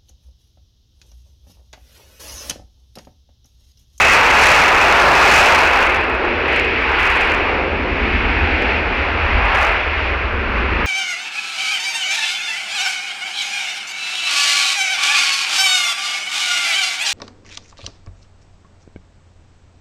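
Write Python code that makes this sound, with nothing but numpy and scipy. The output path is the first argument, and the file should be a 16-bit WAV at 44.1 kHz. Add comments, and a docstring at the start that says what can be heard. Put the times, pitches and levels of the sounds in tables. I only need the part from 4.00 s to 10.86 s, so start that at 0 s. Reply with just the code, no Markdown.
"""Exhaust roar, fan rush and a thin whine swell and fade on the wind, over a low rumble.
They come from a twin-engine business jet on a runway, dulled by a wide stretch of grass.
Roar, rush and rumble are random noise shaped by frequency; the whine is one wavering tone.
The loudest stretches overload the input, and gusts on the microphone add a low flutter."""
import sys
import numpy as np
from scipy import signal
from scipy.fft import rfft, irfft, next_fast_len
from scipy.io import wavfile
from scipy.ndimage import uniform_filter1d

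SR = 44100
rng = np.random.default_rng(int(sys.argv[2]) if len(sys.argv) > 2 else 0)


def unload_wav(signal):
    """Save mono or channel-first audio to the path in sys.argv[1] as 16-bit WAV at rate SR, clipped to [-1, 1]."""
    wavfile.write(
        sys.argv[1],
        SR,
        np.round(np.clip(np.atleast_2d(signal).T, -1, 1) * 32767).astype(np.int16),
    )


N = 302526
TIME = np.arange(N) / SR  # seconds
FREQS = np.maximum(np.arange(N // 2 + 1) * SR / N, 1)  # Hz, kept above zero for the logarithm


def engines(shimmer_hz=6, shimmer_db=0.6):
    """Exhaust mixing and fan noise; eddies along the path make the higher parts shimmer."""
    # Tone colour of each noise: (frequency [Hz], relative level [dB per Hz])
    rumble_spectrum = [(60, -26.5), (130, -12.5), (180, -14.5), (260, -6), (380, -1), (480, -2.5),
                       (620, -6), (1000, -32)]
    roar_spectrum = [(280, -31.5), (420, -11), (560, -4), (820, 0.5), (1100, -0.5), (1420, 0), (1700, -2),
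                     (2100, -20.5), (3000, -42.5)]
    fan_spectrum = [(1000, -25.5), (1450, -7), (1800, -0.5), (2200, 2), (2600, 1.5), (2800, -2.5),
                    (3100, -10.5), (3400, -12.5), (3650, -17), (4600, -21.5), (5500, -29.5), (6700, -42),
                    (8500, -55.5), (12000, -76.5)]
    # Loudness of the low rumble: (time [s], level [dB])
    rumble_level = [(0, -26.5), (1.25, -21.5), (1.8, -25.5), (2.35, -22.5), (2.9, -27), (3.6, -24),
                    (4.2, -28.5), (4.6, -26.5), (5.05, -30.5), (6.86, -30.5)]

    rumble_db, = in_time(rumble_level)
    roar_db, fan_db = engine_levels()
    rumble = from_db(rumble_db) * turbulence(rumble_spectrum)
    roar = from_db(roar_db) * turbulence(roar_spectrum)
    fan = from_db(fan_db) * turbulence(fan_spectrum)
    # roar and fan shimmer independently
    roar = roar * from_db(shimmer_db * drift(shimmer_hz))
    fan = fan * from_db(shimmer_db * drift(shimmer_hz))
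    return rumble + roar + fan


def engine_levels():
    """Roar and fan rush in dB: both fade as the jet rolls away and ride swells on the wind."""
    # Swells and lulls carried by the wind:
    # (time [s], half length [s], exhaust roar change [dB], fan rush change [dB])
    swells = [(0.12, 0.089, 0, 3.5), (0.492, 0.12, 2, 4.5), (1.086, 0.12, 3.5, -3), (1.368, 0.2, 4, 4),
              (1.85, 0.091, 2.5, 1.5), (2.564, 0.088, 0.5, 6), (2.726, 0.14, -5.5, 0.5),
              (3.137, 0.35, 4.5, 7), (3.78, 0.17, -3.5, -3), (4.118, 0.17, -2, 1.5), (4.62, 0.21, 2, 3.5),
              (5.613, .18, 9, 7.5), (5.993, .11, -0.5, 4), (6.403, .15, 0.5, -3)]
    roar_start_db, roar_fade_db_per_s = -21.5, 0.6
    fan_start_db, fan_fade_db_per_s = -23, 0.37
    # both begin louder, hold, then drop away
    extra_db, hold_s, release_s = 9.5, 1.57, 0.65

    loud_db = extra_db * np.clip(1 - (TIME - hold_s) / release_s, 0, 1)
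    roar_db = roar_start_db - roar_fade_db_per_s * TIME + loud_db
    fan_db = fan_start_db - fan_fade_db_per_s * TIME + loud_db
    for s, length, roar_change_db, fan_change_db in swells:
        shape = swell(s, length)
        roar_db = roar_db + roar_change_db * shape
        fan_db = fan_db + fan_change_db * shape
    return roar_db, fan_db


def whine():
    """The fan blade tone sinks as the jet goes by; moving air blurs its pitch and level."""
    start_hz, sag_hz_per_s = 2587, 24
    under_fan_db, fade_db_per_s = 10, 1.3  # starts this far below the fan rush, then sinks further
    _, fan_db = engine_levels()
    level_db = fan_db - under_fan_db - fade_db_per_s * TIME
    pitch_hz = start_hz - sag_hz_per_s * TIME
    waver_hz = 8 * drift(rate_hz=25)
    flicker_db = 3.5 * drift(rate_hz=14)
    # adding up the pitch, sample by sample, gives the phase of the tone
    phase = 2 * np.pi * np.cumsum(pitch_hz + waver_hz) / SR
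    tone = rms_one(np.sin(phase) * from_db(flicker_db))
    return from_db(level_db) * tone


def over_grass(x):
    """Direct and ground-reflected sound interfere: bass comes and goes, hollows colour the roar."""
    # Boost or cut of the bass: (time [s], level [dB])
    bass_level = [(0, 1), (1.3, -3), (1.9, -2.5), (3.5, 0), (4.3, 10.5), (5.2, 3.5), (5.7, -4), (6.1, -3),
                  (6.7, 9.5)]
    # Bands hollowed out for a moment: (time [s], centre frequency [Hz], level change [dB])
    hollows = [(3.05, 606, -5.5), (3.8, 1310, -2), (4.27, 560, -7), (4.55, 1140, -7), (5.7, 254, -11),
               (6.35, 825, -5), (6.75, 666, -4)]
    bass_hz, bass_octaves = 190, 0.47
    hollow_s, hollow_octaves = 0.29, 0.33  # half length and half width

    bass_db, = in_time(bass_level)
    # adding a band times (gain - 1) raises or lowers just that band
    out = x + band(x, bass_hz, bass_octaves) * (from_db(bass_db) - 1)
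    for s, hz, db in hollows:
        gain = from_db(db * swell(s, hollow_s))
        out = out + band(x, hz, hollow_octaves) * (gain - 1)
    return out


def wind(steadiness=0.76):
    """Eddies buffet the microphone; the wind freshens steadily, with gusts and lulls."""
    # Tone colour of the buffeting: (frequency [Hz], relative level [dB per Hz])
    buffet_spectrum = [(12, -38), (24, -8.5), (36, -7), (48, -2.5), (62, -1.5), (78, -1.5), (92, -11),
                       (110, -20), (160, -30), (240, -17.5), (400, -40), (800, -81)]
    # Gusts and lulls: (time [s], half length [s], level change [dB])
    gusts = [(2.337, .35, -1), (4.252, 0.35, 6), (4.433, 0.021, 5), (5.356, 0.12, 8), (5.823, 0.12, -3),
             (6.01, 0.067, 1), (6.7, 0.18, 2.5)]
    start_db, rise_db_per_s = -31.5, 1.38

    level_db = start_db + rise_db_per_s * TIME
    for s, length, db in gusts:
        level_db = level_db + db * swell(s, length)
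    eddies = turbulence(buffet_spectrum)
    # even out most of the random swings in strength, using a window of 1/7 s
    strength = np.sqrt(uniform_filter1d(eddies ** 2, size=SR // 7))
    return from_db(level_db) * rms_one(eddies / strength ** steadiness)


def turbulence(spectrum):
    """Random pressure, as from churning air, with the given spectrum and unit power."""
    hz, db = np.transpose(spectrum)
    gain = from_db(np.interp(np.log(FREQS), np.log(hz), db))
    gain = gain / (1 + (FREQS / hz[-1]) ** 4)  # fade out above the last listed frequency
    return rms_one(shaped(rng.standard_normal(N), gain))


def drift(rate_hz):
    """Random wandering of spread 1: straight lines between random points, two per 1 / rate_hz."""
    steps = rng.standard_normal(int(N / SR * rate_hz * 2) + 2)
    return rms_one(np.interp(TIME * rate_hz * 2, np.arange(len(steps)), steps))


def swell(s, length):
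    """A smooth rise and fall around a moment."""
    return bell((TIME - s) / length)


def bell(x):
    """Smooth bump of height 1 around zero."""
    return np.exp(-x ** 2)


def band(x, hz, octaves):
    """The part of a sound around one frequency."""
    size = next_fast_len(N + SR // 10)  # silence at the end keeps it from wrapping to the start
    freqs = np.maximum(np.fft.rfftfreq(size, 1 / SR), 1)
    gain = bell(np.log2(freqs / hz) / octaves)
    return irfft(rfft(x, size) * gain, size)[:N]


def shaped(x, gain):
    """Filter by a gain at each frequency."""
    return irfft(rfft(x) * gain, N)


def in_time(rows):
    """Each column of a curve, at every sample."""
    s, *columns = np.transpose(rows)
    return [np.interp(TIME, s, column) for column in columns]


def from_db(db):
    """Decibels to gain."""
    return 10 ** (np.asarray(db) / 20)


def rms_one(x):
    """Scale to unit power."""
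    return x / np.sqrt(np.mean(x ** 2) + 1e-20)


def gain_control(x, knee_db=-14.0, lift=0.39, release_db_per_s=6):
    """Quiet stretches are slowly lifted; a loud swell pulls the gain straight back."""
    power = uniform_filter1d(x ** 2, size=SR // 14)
    level_db = 10 * np.log10(np.maximum(power, 1e-12))
    # follow each peak at once, then let go at a steady rate
    release_db = release_db_per_s * TIME
    held_db = np.maximum.accumulate(level_db + release_db, axis=-1) - release_db
    return x * from_db(lift * np.maximum(knee_db - held_db, 0))


def scene():
    """The distant jet, heard across the grass, as one channel."""
    return over_grass(engines() + whine())[None]


def record(dry, treble_hz=17000, overload_db=-7.5, cutoff_hz=15760):
    """The input cuts the loudest peaks flat, gain control follows, wind flutter rides on top."""
    top = from_db(overload_db)
    clipped = np.clip(dry, -top, top)
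    # gentle treble loss
    pole = np.exp(-2 * np.pi * treble_hz / SR)
    softened = signal.lfilter([1 - pole], [1, -pole], clipped)
    heard = gain_control(softened) + wind()
    # steep cut of everything above the cutoff
    steep_cut = signal.ellip(14, 0.1, 80, cutoff_hz, fs=SR, output="sos")
    return signal.sosfilt(steep_cut, heard)


dry = scene()
out = record(dry)
unload_wav(out)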